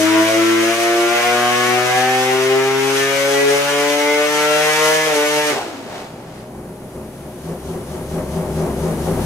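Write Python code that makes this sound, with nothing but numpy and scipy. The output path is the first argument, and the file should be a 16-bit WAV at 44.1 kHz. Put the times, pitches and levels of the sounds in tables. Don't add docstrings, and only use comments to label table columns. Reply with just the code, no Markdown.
import sys
import numpy as np
from scipy import signal
from scipy.fft import rfft, irfft
from scipy.io import wavfile
from scipy.ndimage import uniform_filter1d

SR = 44100
rng = np.random.default_rng(int(sys.argv[2]) if len(sys.argv) > 2 else 0)


def wav_out(sig):
    wavfile.write(sys.argv[1], SR, np.round(np.clip(np.atleast_2d(sig).T, -1, 1) * 32767).astype(np.int16))


N = 407925
TIME = np.arange(N) / SR
BINS = np.fft.rfftfreq(N, 1 / SR)

# frequency in Hz, relative density in dB per Hz.
HISS_SPECTRUM = [(2000, -18.5), (3000, -3), (4500, -5.5), (5400, -5), (6200, -1.5), (7200, -8.5),
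                 (9500, -9.5), (12000, -12), (15500, -35)]


def pull():
    # time in seconds, speed in turns per second before coasting.
    speed_rows = [(0.0, 106.0), (0.45, 112.3), (0.61, 112.4), (0.78, 115.5), (1.06, 116.7), (1.27, 120.0),
                  (1.89, 124.6), (2.08, 128.3), (2.23, 128.6), (2.64, 133.3), (3.37, 139.5), (4.32, 149.5),
                  (4.56, 150.9), (4.8, 154.5), (5.06, 156.4), (5.17, 147.4), (5.38, 150.4), (5.53, 148.4)]
    # time in seconds, rasp and hiss in dB before each layer's trim.
    level_rows = [(0, -20, -28), (1.08, -22.5, -29.5), (1.17, -19.5, -29.5), (2.1, -22, -30.5),
                  (2.72, -24, -34), (3, -22, -26.5), (4.15, -22.5, -29), (4.9, -20, -24),
                  (5.15, -23, -28.5), (5.5, -22.5, -27)]
    # frequency in Hz, relative density in dB per Hz.
    roar_spectrum = [(25, -32), (70, -25), (150, -12), (280, -8.5), (450, -4.5), (750, -2.5), (1100, 0),
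                     (2000, 2.5), (3000, -2.5), (4500, -22)]
    shut_s, coast_s = 5.5, .6
    die_db, die_s = -29, 0.3
    roar_trim_db, hiss_trim_db = -7.5, -2.6

    coasting_s = np.maximum(TIME - shut_s, 0)
    speed = curves(speed_rows)[0] * np.exp(-coasting_s / coast_s)
    turns = np.cumsum(speed) / SR
    shut = np.minimum(coasting_s / 0.085, 1)
    dying = amp(die_db * (1 - np.exp(-coasting_s / die_s)))
    rasp_db, hiss_db = curves(level_rows)

    tones = drone(speed, turns, shut) + flares(turns)
    tones *= np.interp(TIME, [5.9, 6.1], [1, 0])
    puffs = evened(1 + 0.058 * np.cos(2 * np.pi * turns) + 0.12 * np.cos(6 * np.pi * turns))
    puffs = puffs * amp(0.86 * wander(98))
    roar = amp(rasp_db + roar_trim_db) * gas_noise(puffs, roar_spectrum)
    hiss = amp(hiss_db + hiss_trim_db + 1.6 * wander(8)) * gas_noise(puffs, HISS_SPECTRUM)
    loaded = np.sqrt(1 - shut) * (rasp(turns, rasp_db) + roar + hiss)
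    coasting = np.sqrt(shut) * np.interp(TIME, [6.3, 6.7], [1, 0]) * rundown(puffs, rasp_db)
    return dying * (tones + loaded + coasting)


def drone(speed, turns, shut):
    order_levels = [-36.5, -39, -21.5, -31, -37, -27.5]
    # centre in Hz, half width in Hz, level change in dB.
    resonances = [(121.4, 7.7, 10), (269, 50.5, 10), (293, 7.3, 6), (335, 19, 6), (397.2, 9.5, 6),
                  (421.5, 2.96, 6), (480, 2.6, 7), (554.7, 5.9, 12.5), (583.3, 74, 11), (580, 12, -0.5),
                  (601, 1.4, 1.5), (659.6, 7.4, 6), (722, 35, 7), (766, 17.2, 9.5)]
    # centre in Hz, half width in Hz, change in dB.
    nulls = [(118, 4.5, -21), (147.5, 3.3, -10), (232.6, 2.1, -8), (250, 2, -11), (330.9, 2.2, -9.5),
             (344.4, 2.6, -8.5), (358.7, 4.6, -10), (377, 4.2, -6), (428, 1, -16), (542, 18.7, -11.5),
             (674.7, 2.1, -10.3), (787, 2.6, -23), (823.5, 6.8, -23)]
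    ripple_db, port_ripple_db, port_radians = 2.5, 1.7, 0.39
    pan_offset_db, trim_db = 0.74, -1
    ease_s, ease_waver_db = 5.08, 1.5

    hz = np.arange(1000)
    response_db = bumps(hz, resonances) + bumps(hz, nulls)
    response_db = response_db + ripple_db * np.minimum(ripple(hz), 1)
    port_db = pan_offset_db + port_ripple_db * ripple(hz)
    port_phase = port_radians * ripple(hz)
    sides = np.array([[1], [-1]])
    shake = wander(40)
    stumble = shut * wander(35)
    eased = np.interp(TIME - ease_s, [0, .25], [0, 1])
    out = np.zeros((2, N))
    for order, db in enumerate(order_levels, 1):
        order_hz = order * speed
        gain_db = np.interp(order_hz, hz, response_db)
        pan_db = np.interp(order_hz, hz, port_db)
        spread = np.interp(order_hz, hz, port_phase)
        phase = 2 * np.pi * (order * turns + rng.random()) + 0.29 * order * stumble
        waver_db = 0.18 * shake + (0.52 + shut) * wander(30) + ease_waver_db * eased * wander(9)
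        level_db = db + gain_db + waver_db - 2.0 * order * shut + sides * pan_db / 2
        out += amp(level_db) * np.sqrt(2) * np.cos(phase + sides * spread)
    return amp(trim_db) * out


def flares(turns):
    # peak time in seconds, shaft order, rms level in dB before trim, half length in seconds.
    flare_rows = [(.18, 9, -25.5, 0.13), (0.444, 12, -31, 0.15), (1.176, 12, -27, 0.25),
                  (1.536, 9, -27.5, 0.23), (1.943, 13, -27.5, 0.1), (2.098, 14, -27.5, 0.18),
                  (3.05, 13, -25.5, 0.085), (3.394, 14, -23.5, 0.053), (4.114, 14, -24, 0.087),
                  (4.48, 9, -26.5, 0.13)]
    out = np.zeros((2, N))
    for s, order, db, half_s in flare_rows:
        near = abs(TIME - s) < 3 * half_s
        cycles = order * turns[near] + rng.random() + np.array([[0], [.15]])
        swell = np.exp(-((TIME[near] - s) / half_s) ** 2)
        out[:, near] += amp(db + 1.5) * swell * np.sqrt(2) * np.cos(2 * np.pi * cycles)
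    return out


def rasp(turns, level_db):
    # frequency in Hz, relative density in dB per Hz.
    rasp_spectrum = [(600, -54), (830, -5), (1000, 0), (1400, 0.5), (1800, -1), (2050, 1.5), (2600, -1.5),
                     (3300, -4.5), (4300, -11.5), (6000, -9.5), (8000, -18), (15000, -25)]
    rotors = 0
    for rotor in range(3):
        drifting = turns + .008 * wander(9)
        pulses = firings(drifting, rotor, uneven_db=.9, jitter_s=.000008)
        rotors = rotors + cell(pulses, t60=.36, direct=.4)
    return amp(level_db - 3) * at_microphones(rotors, rasp_spectrum)


def rundown(puffs, level_db):
    # frequency in Hz, relative density in dB per Hz.
    coast_spectrum = [(47, -42), (85, -19), (112, -17), (140, -22), (200, -15), (380, -3.5), (540, -7.5),
                      (760, -3), (1060, -10.5), (2500, -15.5), (6400, -23.5), (15000, -40)]
    # afterburn peak in seconds, rise in dB, half length in seconds.
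    afterburns = [(5.986, 8, 0.097), (6.385, 6, 0.074)]
    burn_db = bumps(TIME, [(s, half_s, db) for s, db, half_s in afterburns])
    return amp(level_db + burn_db + 6) * gas_noise(puffs, coast_spectrum)


def idle():
    # time in seconds, firing strength between surges and air at the throttles in dB before trims.
    lope_rows = [(5.55, -31, -66), (6.2, -32, -63), (6.7, -33, -57), (7.3, -35, -54), (7.85, -32, -51.5),
                 (8.72, -25, -48.5), (9.25, -23, -44)]
    # frequency in Hz, relative density in dB per Hz.
    air_spectrum = [(500, -19), (1500, 0.5), (3500, -7), (6300, -12.5), (7500, -11), (9100, -9),
                    (9600, -2.5), (10400, -3.5), (11200, -8), (12500, -8), (15500, -18)]
    idle_speed, surge_speed = 20.6, 7.5
    gulp_lead_s, gulp_depth = 0.04, 1.14

    fire_db, air_db = curves(lope_rows)
    surge_db = surges(0)
    speed = idle_speed + surge_speed * np.tanh(surge_db / 5) + .4 * wander(7)
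    turns = np.cumsum(speed) / SR
    gulp_db = gulp_depth * surges(gulp_lead_s) + .7 * np.cos(6 * np.pi * turns)
    gulps = amp(air_db + gulp_db - 3.0) * gas_noise(1, HISS_SPECTRUM)
    fizz = amp(air_db + 0.25 * wander(34) + 6.0) * gas_noise(1, air_spectrum)
    entry = np.interp(TIME, [5.52, 5.56], [0, 1])
    return entry * (exhaust(turns, fire_db, surge_db) + gulps + fizz + whistles(air_db))


def exhaust(turns, fire_db, surge_db):
    # frequency in Hz, width setting in Hz, relative level in dB.
    pipe_modes = [(26.5, 7.7, -0.5), (67, 8.9, -1.5), (105, 7, 3), (163, 8.7, 5.5), (192.7, 6, 4),
                  (218.5, 8.4, 3.5), (243.2, 8, 3), (267, 9.2, -1), (366, 20, 1.5), (397.8, 7.4, 4),
                  (523.3, 13.5, -3), (618, 5.7, 2)]
    # order, relative level in dB, lead in seconds.
    boom_rows = [(3, -19.5, 0.073), (6, -10.5, 0.011), (14, -16, 0.00049)]
    # frequency in Hz, relative density in dB per Hz.
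    pop_spectrum = [(60, -19), (120, -23), (250, -0.5), (450, 3.5), (800, -1), (1100, -7), (1500, -15),
                    (2200, -19), (3500, -35), (6200, -27.5), (9000, -27.5), (15000, -37)]
    boom_depth = 1.88

    pulses = 0
    for rotor, db in enumerate([0, -6, -2]):
        pulses = pulses + amp(db) * firings(turns, rotor, uneven_db=3, jitter_s=.001)
    puffs = evened(signal.lfilter([1], [1, -np.exp(-1 / (0.06 * SR))], pulses))
    drive = evened(pulses) + .55 * puffs * rng.standard_normal(N)
    ring = sum(amp(db) / (1 + 1.3j * (BINS - hz) / width) ** 2 for hz, width, db in pipe_modes)
    pipes = amp(fire_db + .6 * surge_db - 1.5) * evened(irfft(rfft(drive) * ring, N))
    boom = 0
    for order, db, lead_s in boom_rows:
        boom_db = fire_db + db + boom_depth * surges(lead_s) + 1.3 * wander(25)
        boom = boom + amp(boom_db) * np.sqrt(2) * np.sin(2 * np.pi * order * turns)
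    pops = amp(fire_db + 0.73 * surge_db - 6.0) * gas_noise(puffs, pop_spectrum)
    return np.interp(TIME, [5.8, 6.45], [.25, 1]) * (pipes + boom) + pops


def surges(lead_s):
    # peak time in seconds, rise in dB.
    surge_rows = [(6.55, 1), (6.99, 2.5), (7.23, 3), (7.5, 7), (7.73, 8), (7.96, 7), (8.17, 7.5), (8.39, 8),
                  (8.62, 8), (8.87, 7), (9.09, 6.5), (9.3, 6)]
    half_s = .065
    return bumps(TIME + lead_s, [(s, half_s, db) for s, db in surge_rows])


def whistles(air_db):
    # frequency in Hz, level in dB relative to the air, before trim.
    whistle_rows = [(8942, -66), (9728, -62), (10347, -62), (10427, -64), (10896, -66)]
    tones = 0
    for hz, db in whistle_rows:
        tones = tones + amp(db) * wander(35) * np.sqrt(2) * np.cos(2 * np.pi * hz * TIME)
    return amp(air_db + 40) * np.interp(TIME, [5.9, 6.5], [0, 1]) * tones


def firings(turns, rotor, uneven_db, jitter_s):
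    count = np.arange(1, int(turns[-1]))
    size, late = rng.standard_normal((len(count), 2)).T
    fire_s = np.interp(count + rotor / 3, turns, TIME) + jitter_s * late
    at = np.clip(fire_s * SR, 0, N - 2)
    size = amp(uneven_db * np.clip(size, -2, 2))
    whole, part = at.astype(int), at % 1
    return np.bincount(whole, size * (1 - part), N) + np.bincount(whole + 1, size * part, N)


def gas_noise(puffs, spectrum):
    return at_microphones(puffs * rng.standard_normal((2, N)), spectrum)


def cell(x, t60, direct):
    t = TIME[:SR // 2]
    tail = rng.standard_normal((2, len(t))) * amp(-60 * t / t60)
    tail /= np.linalg.norm(tail, axis=1, keepdims=True)
    tail[0, 0] += direct
    return signal.fftconvolve(x[None], tail, axes=1)[:, :N]


def at_microphones(pair, spectrum):
    # frequency in Hz, likeness of the ports from 0 to 1.
    likeness = [(60, .99), (130, .98), (290, .92), (640, .8), (1100, .6), (2000, .42), (4200, .2),
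                (7000, .35), (15000, .5)]
    # frequency in Hz, phase in radians by which left leads.
    lead_phase = [(20, 0), (430, -.2), (1380, .35), (1900, 1.2), (3000, 1.7), (4500, 4.9), (6000, 5.6),
                  (8300, 6.3)]
    a, b = rfft(pair) * amp(read(spectrum))
    same = np.clip(read(likeness), 0, 1)
    right = (same * a + np.sqrt(1 - same ** 2) * b) * np.exp(-1j * read(lead_phase))
    out = irfft(np.array([a, right]), N)
    return out / np.sqrt(np.mean(out.mean(0) ** 2))


def bumps(x, rows):
    return sum(db * np.exp(-((x - centre) / width) ** 2) for centre, width, db in rows)


def ripple(hz):
    rough = uniform_filter1d(uniform_filter1d(rng.standard_normal(len(hz)), size=4), size=3)
    return evened(rough - uniform_filter1d(rough, size=15)) * np.sqrt(hz / 500)


def wander(hz):
    points = uniform_filter1d(uniform_filter1d(rng.standard_normal(2 ** 15), 6), 5)
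    return evened(np.interp(TIME * 16 * hz, np.arange(2 ** 15), points))


def amp(db):
    return 10 ** (np.asarray(db) / 20)


def evened(x):
    return x / np.sqrt(np.mean(x ** 2) + 1e-20)


def curves(rows):
    s, *columns = np.transpose(rows)
    return [np.interp(TIME, s, c) for c in columns]


def read(points):
    hz, value = np.transpose(points)
    return np.interp(np.log(BINS + 1), np.log(hz + 1), value)


def scene():
    # time in seconds, left minus right level in dB.
    pan_rows = [(0, 1.1), (2.3, 1.6), (3.2, 2.1), (5.5, 0.23), (9.25, 2.4)]
    pan_db = curves(pan_rows)[0]
    return (pull() + idle()) * amp(np.array([pan_db, -pan_db]) / 2)


def record(dry):
    edge_hz = 15700
    low_pass = signal.firwin(801, edge_hz, window=("kaiser", 9), fs=SR)
    return signal.oaconvolve(dry, low_pass[None], "same")


dry = scene()
out = record(dry)
wav_out(out)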